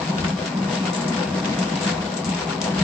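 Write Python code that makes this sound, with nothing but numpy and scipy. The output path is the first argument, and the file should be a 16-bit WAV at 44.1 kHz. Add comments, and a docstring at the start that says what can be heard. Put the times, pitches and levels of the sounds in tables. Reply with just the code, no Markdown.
"""A tumbler drum turns in a workshop, its rolling load of stones making it boom over a deep rumble. Boom and
churn are noise shaped by the resonances of drum and shell; heavy stones thud as swelling sines. The sliding
layer is gritty: random clicks, each with a brief ring, surge with the level of the slide. Single knocks (a
crack, decaying modes and an early echo off floor or wall) and bright chinks (noise bursts) stand out of it. The
stereo image is alike in the bass, unrelated in the treble and a little to the left; hiss is faint."""
import sys
import numpy as np
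from scipy import signal
from scipy.fft import rfft, irfft, next_fast_len
from scipy.io import wavfile
from scipy.ndimage import uniform_filter1d, map_coordinates

SR = 44100
rng = np.random.default_rng(int(sys.argv[2]) if len(sys.argv) > 2 else 0)


def transcribe(signal):
    """Save signal, clipped to [-1, 1], as a 16-bit WAV file at the path in sys.argv[1]."""
    frames = np.atleast_2d(signal).T
    limited = np.clip(frames, -1, 1)
    pcm = np.round(limited * 32767).astype(np.int16)
    wavfile.write(sys.argv[1], SR, pcm)


N = 124803  # length [samples]

# how hard the load slides: (time [s], relative level [dB])
SLIDE = [(0, -32.5), (.14, -38), (.28, -35), (.34, -41), (.39, -36), (.47, -34.5), (.54, -39), (.68, -36),
         (.76, -33), (.82, -37), (.87, -30.5), (.91, -37.5), (.97, -31.5), (1.08, -37), (1.17, -32),
         (1.3, -37.5), (1.36, -34.5), (1.42, -38), (1.47, -31), (1.56, -35.5), (1.62, -31.5), (1.67, -35.5),
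         (1.74, -35), (1.81, -34.5), (1.9, -28), (1.97, -36.5), (2.1, -35.5), (2.22, -41.5), (2.32, -36),
         (2.41, -31.5), (2.47, -37), (2.52, -31), (2.59, -41), (2.67, -32), (2.73, -39), (2.8, -29.5)]
# the recorder's treble roll-off: (frequency [Hz], gain [dB])
ROLL_OFF = [(7800, 0), (8400, -9), (9300, -25.5), (10500, -74.5)]


def amp(db):
    """Amplitude ratio: 20 dB is a factor of ten."""
    return 10 ** (np.asarray(db) / 20)


def unit(x):
    """Normalisation: scale a signal to rms 1."""
    return x / np.sqrt(np.mean(x ** 2) + 1e-20)


def along(points, hz):
    """Logarithmic pitch scale: interpolate (frequency [Hz], value) points on a log axis."""
    f, v = np.transpose(points)
    return np.interp(np.log(hz + 1), np.log(f + 1), v)


def curve(rows):
    """Envelope: interpolate (time [s], value) rows to one value per sample."""
    return np.interp(np.arange(N) / SR, *np.transpose(rows))


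def wobble(rate):
    """Slow random modulation: a smooth curve through `rate` random knots a second."""
    knots = rng.standard_normal(400)
    return map_coordinates(knots, [np.arange(N) * rate / SR], mode="mirror")


def filtered(x, response):
    """Linear filtering: multiply the spectrum by a function of frequency."""
    size = next_fast_len(N + SR // 2)
    hz = np.fft.rfftfreq(size, 1 / SR)
    return irfft(rfft(x, size) * response(hz), size)[..., :N]


def coloured(x, points):
    """Spectral shaping that keeps the power of white noise within the recorder's band."""
    def response(hz):
        gain = amp(along(points, hz))
        recorded = gain * amp(along(ROLL_OFF, hz))
        return gain / np.sqrt(np.mean(recorded ** 2))
    return filtered(x, response)


def ringing(x, modes):
    """Resonance: damped modes whose powers add, applied as a zero-phase filter."""
    def response(f):
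        power = 0
        for centre, width, db in modes:
            mode = amp(db) * f * width / (centre * centre - f * f + 1j * f * width)
            power = power + abs(mode) ** 2
        return np.sqrt(power)
    return filtered(x, response)


def noise():
    """Incoherence: two unrelated white noises."""
    return rng.standard_normal((2, N))


def strikes(rows, sound):
    """Superposition: add a fresh sound for each (time [s], level [dB], ..) row."""
    out = np.zeros((2, N + SR))
    for s, db, *rest in rows:
        one = sound(*rest)
        out[:, round(s * SR):][:, :one.shape[1]] += amp(db) * one
    return out[:, :N]


def boom():
    """Sustained resonance: the rolling load keeps the drum's low modes ringing over a deep, uneven rumble."""
    # how heavily the load rolls on the wall: (time [s], relative level [dB])
    roll = [(0, -32), (.2, -28.5), (.48, -31), (.64, -26.5), (.95, -27), (1.25, -25.5), (1.42, -27.5),
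            (1.6, -25.5), (1.7, -30), (2.14, -30), (2.3, -27), (2.43, -34.5), (2.5, -27.5), (2.56, -32.5),
            (2.83, -25.5)]
    # the drum's low resonances: (frequency [Hz], width [Hz], relative level [dB])
    drum_modes = [(135, 14, -15), (166, 10, -2), (180, 12, -2), (194, 12, -1), (230, 18, -6), (272, 12, -9),
                  (315, 30, -15)]
    # spectrum shaping the drum: (frequency [Hz], relative level [dB])
    drum_band = [(60, -23), (130, -0.5), (300, -1), (600, -2), (1500, -50.5)]
    # the deep rumble: (time [s], level [dB])
    deep = [(.02, -42), (.13, -55.5), (.22, -37.5), (.37, -46.5), (.43, -35.5), (.53, -54), (.65, -45.5),
            (1.1, -50.5), (1.2, -43), (1.8, -45.5), (2.06, -43), (2.15, -60), (2.3, -39.5), (2.58, -51.5),
            (2.79, -36)]
    # spectrum of the rumble: (frequency [Hz], relative level [dB])
    deep_band = [(30, -20.5), (44, -30.5), (61, 13.5), (80, 8.5), (93, 19), (115, -4), (160, -30.5),
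                 (400, -58)]
    roll_db = 1
    drum = unit(coloured(ringing(noise(), drum_modes), drum_band))
    rumble = unit(coloured(noise(), deep_band))
    return amp(curve(roll) + roll_db) * drum + amp(curve(deep)) * rumble


def patchy(x, depth_db):
    """Time-varying spectrum: the colour drifts at random as different stones come to the top."""
    z = signal.stft(x, nperseg=512)[2]
    field = rng.standard_normal(z.shape[1:])
    field = uniform_filter1d(field, size=7, axis=0)  # smooth over frequency
    field = uniform_filter1d(field, size=10, axis=1)  # smooth over time
    return signal.istft(z * amp(depth_db * unit(field)), nperseg=512)[1][:, :N]


def churn(follow=0.42, shell_db=4, flutter_db=0.52, churn_db=-30):
    """Forced vibration: countless muffled contacts ring the shell, louder as the load slides."""
    # spectrum of the muffled contacts: (frequency [Hz], relative level [dB])
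    muffled = [(45, -42.5), (150, 0.5), (300, 2.5), (450, 1), (700, -11.5), (1000, 1), (1400, -7.5),
               (2500, -10), (6000, -65.5)]
    # the shell's higher resonances: (frequency [Hz], width [Hz], relative level [dB])
    shell_modes = [(386, 12, 3), (494, 7, 5), (525, 20, -3), (578, 12, -4), (620, 10, 2), (658, 22, 1),
                   (730, 20, -1), (780, 40, -4), (840, 16, 0), (936, 16, -2), (968, 22, -2), (1040, 40, -7),
                   (1154, 22, -3)]
    slide_db = curve(SLIDE)
    surge_db = follow * (slide_db - slide_db.mean())
    contacts = unit(coloured(noise(), muffled))
    shell = unit(patchy(ringing(noise(), shell_modes), depth_db=2.0))
    body = unit(contacts + amp(shell_db) * shell)
    return amp(churn_db + surge_db + flutter_db * wobble(24.37)) * body


def crack(t60, room_db):
    """Impact and reverberation: a contact's short noise burst and the workshop's slower decay."""
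    room_t60 = 0.26  # [s]
    t = np.arange(SR // 2) / SR
    direct = amp(-60 * t / t60)
    room = amp(room_db - 60 * t / room_t60)
    return rng.standard_normal((2, len(t))) * np.hypot(direct, room)


def grit(flutter_db=1.04, ring_db=-8, count=32, grit_db=-0.5):
    """Random impacts: small stones of many sizes click in the sliding layer, each with its own brief ring."""
    # spectrum shaping the clicks: (frequency [Hz], relative level [dB])
    grit_band = [(100, -45), (500, -21), (1000, -13), (1450, 0.5), (2000, 0.5), (2900, 1), (3700, 0),
                 (5300, -1.5), (6700, -8.5), (7700, -5.5)]
    contacts_per_s, contact_spread_db = 700, 3.7  # rate over all stone sizes
    lowest_hz, highest_hz, pitch_scatter = 1195, 7070, 0.053  # range before the random scatter
    ring_cycles = 79  # t60 of a ring, in cycles
    clicks, t = np.zeros((2, N)), np.arange(SR // 2) / SR
    scatter = np.exp(pitch_scatter * rng.standard_normal(count))
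    for hz in np.geomspace(lowest_hz, highest_hz, count) * scatter:
        hits = rng.random(N) < contacts_per_s / count / SR
        sizes = amp(contact_spread_db * np.minimum(rng.standard_normal(N), 2))
        signs = rng.choice([-1, 1], N)
        ring = np.sin(2 * np.pi * (hz * t + rng.random((2, 1)))) * amp(-60 * t * hz / ring_cycles)
        click = crack(t60=0.012, room_db=-11.5) + amp(ring_db) * ring
        clicks += signal.oaconvolve((hits * sizes * signs)[None], click, axes=1)[:, :N]
    layer = coloured(unit(patchy(clicks, depth_db=1.1)), grit_band)
    return amp(curve(SLIDE) + grit_db + flutter_db * wobble(39.54)) * layer


def through_wall(x, wall_db=-1, direct_db=0.18):
    """Structure-borne sound: hard contacts are heard both directly and as the wall's ring."""
    # the wall's bright resonances: (frequency [Hz], width [Hz], relative level [dB])
    wall_modes = [(1444, 88, -4.5), (2270, 36, -21.5), (2660, 22, -6), (2750, 13, -7)]
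    return amp(direct_db) * x + amp(wall_db) * ringing(x, wall_modes)


def knocks():
    """Isolated collisions: single stones striking each other stand out of the rush."""
    # (time [s], relative level [dB], pitch of the ring [Hz])
    knock_rows = [(.016, -30, 1740), (.183, -23.5, 1453), (.245, -21, 1080), (.263, -28, 1400),
                  (.282, -26, 3600), (.459, -28, 3600), (.755, -27, 3000), (.856, -28, 2830),
                  (.948, -24, 3500), (1.164, -27, 2240), (1.446, -25.5, 1600), (1.456, -24, 2090),
                  (1.589, -24.5, 3500), (1.631, -26, 2110), (1.757, -28, 2700), (1.845, -25, 1700),
                  (1.89, -29, 1350), (2.14, -27, 4000), (2.2455, -23.5, 5000), (2.347, -26, 2750),
                  (2.6155, -17.5, 3700), (2.6405, -19.5, 4400), (2.792, -23.5, 2230)]
    return strikes(knock_rows, stone)


def stone(hz, crack_cycles=42, room_db=-14, ring_db=-4):
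    """Modal ringing and an early reflection off floor or wall: big stones clack low and long, small ones snap."""
    # the stone's modes: [multiples of its pitch]
    stone_modes = [1, 1.4, 1.9, 2.2]
    # edges of the crack's band: [multiples of its pitch]
    crack_band = [0.57, 2.7]
    ring_cycles = 120  # t60 of each mode, in its own cycles
    reflection_s, reflection_db = .0037, -6
    t = np.arange(SR // 2) / SR
    ratios = np.array(stone_modes)[:, None]
    modes = hz * ratios
    edges = np.clip(hz * np.array(crack_band), 1, SR / 2 - 1)
    band = signal.butter(2, edges, "bandpass", fs=SR)

    def contact():
        burst = crack(crack_cycles / hz, room_db)
        body = signal.lfilter(*band, burst)
        phases = rng.uniform(0, 2 * np.pi, size=(2, len(modes), 1))
        decay = amp(-60 * t * modes / ring_cycles)
        ring = np.sin(2 * np.pi * modes * t + phases) * decay / ratios
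        return unit(body) * burst.std() + amp(ring_db) * ring.sum(axis=1) / 2

    first = contact()
    reflection = np.pad(contact(), ((0, 0), (round(reflection_s * SR), 0)))[:, :len(t)]
    return first + amp(reflection_db) * reflection


def thuds(thud_db=-4.0):
    """Impact excitation: heavy stones land on the wall one by one."""
    # (time [s], relative level [dB])
    thud_rows = [(.092, -16), (.125, -16), (.245, -13.5), (.287, -19.5), (.331, -15.5), (.566, -14.5),
                 (.609, -12.5), (.630, -23.5), (.755, -20.5), (.812, -15.5), (.909, -17.5), (1.050, -16),
                 (1.281, -19), (1.368, -19), (1.492, -16), (1.581, -18.5), (1.732, -19.5), (1.855, -12.5),
                 (2.002, -18.5), (2.365, -21.5), (2.584, -17.5), (2.719, -14), (2.807, -10)]
    return amp(thud_db) * strikes(thud_rows, thud)


def thud(rise_s=0.0098, centre_hz=180.5, scatter=0.062):
    """Damped oscillation: a heavy stone makes the wall swing for a few cycles."""
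    t = np.arange(SR // 5) / SR
    swell = t / rise_s * np.exp(1 - t / rise_s)  # peaks at rise_s
    hz = centre_hz * np.exp(scatter * rng.standard_normal())
    return (swell ** 2 * np.sin(2 * np.pi * hz * t))[None]


def chinks(chink_db=-0.5):
    """Spectral colour: small bright chinks, strongest in the treble."""
    # (time [s], relative level [dB])
    chink_rows = [(.725, -36.5), (.932, -31.5), (.96, -31), (1.008, -32.5), (1.08, -29.5), (1.59, -32.5),
                  (1.81, -33), (1.831, -30.5), (2.167, -29), (2.251, -31.5), (2.291, -31.5), (2.645, -37.5)]
    # spectrum of a chink: (frequency [Hz], relative level [dB])
    chink_band = [(500, -25.5), (2500, -13), (6700, -10.5), (7550, -4.5), (8300, -6.5)]
    return amp(chink_db) * coloured(strikes(chink_rows, chink), chink_band)


def chink(rise_s=0.00062):
    """Exponential onset and decay: a brief bright scrape that rings on."""
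    burst = crack(t60=0.14, room_db=-13)
    t = np.arange(burst.shape[1]) / SR
    return burst * (1 - np.exp(-t / rise_s))


def spread(pair):
    """Interchannel coherence: left and right are alike in the bass, unrelated in the treble."""
    # the two microphones: (frequency [Hz], correlation [ratio, clipped to 1])
    alike = [(200, 1.05), (350, 0.9), (480, 0.27), (660, 0.7), (900, 0.3), (1300, 0.21), (2400, 0.08),
             (5000, 0)]

    def mid_side(hz):
        # cos^2 - sin^2 of this half angle is the correlation
        turn = np.arccos(np.clip(along(alike, hz), -1, 1)) / 2
        return np.array([np.cos(turn), np.sin(turn)])
    mid, side = filtered(pair, mid_side)
    return np.array([mid + side, mid - side])


def scene():
    """Level difference between the channels: everything in the drum is heard a little to the left."""
    # the two microphones: (frequency [Hz], left minus right gain [dB])
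    balance = [(70, 5.6), (180, 1.3), (280, 4.5), (390, 2), (500, 10), (640, 1.6), (790, 3.6), (950, 3.7),
               (1300, 3.2), (2700, 2.1), (3900, 5.7), (5600, 6), (7000, 8.1), (7900, 1)]
    hard_contacts = grit() + knocks() + chinks()
    tumbler = spread(boom() + churn() + through_wall(hard_contacts)) + thuds()
    return filtered(tumbler, lambda hz: amp(np.outer([.5, -.5], along(balance, hz))))


def record(dry):
    """Band limiting: the recorder rolls off the treble, adds faint hiss and cuts all above its limit."""
    # spectrum of the hiss: (frequency [Hz], relative level [dB])
    hiss_band = [(10500, -13), (12000, 7), (15000, 9)]
    hiss_db, top_hz = -71.5, 15750
    dull = filtered(dry, lambda hz: amp(along(ROLL_OFF, hz)))
    hiss = filtered(noise(), lambda hz: amp(hiss_db + along(hiss_band, hz)))
    return filtered(dull + hiss, lambda hz: hz < top_hz)


dry = scene()
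out = record(dry)
transcribe(out)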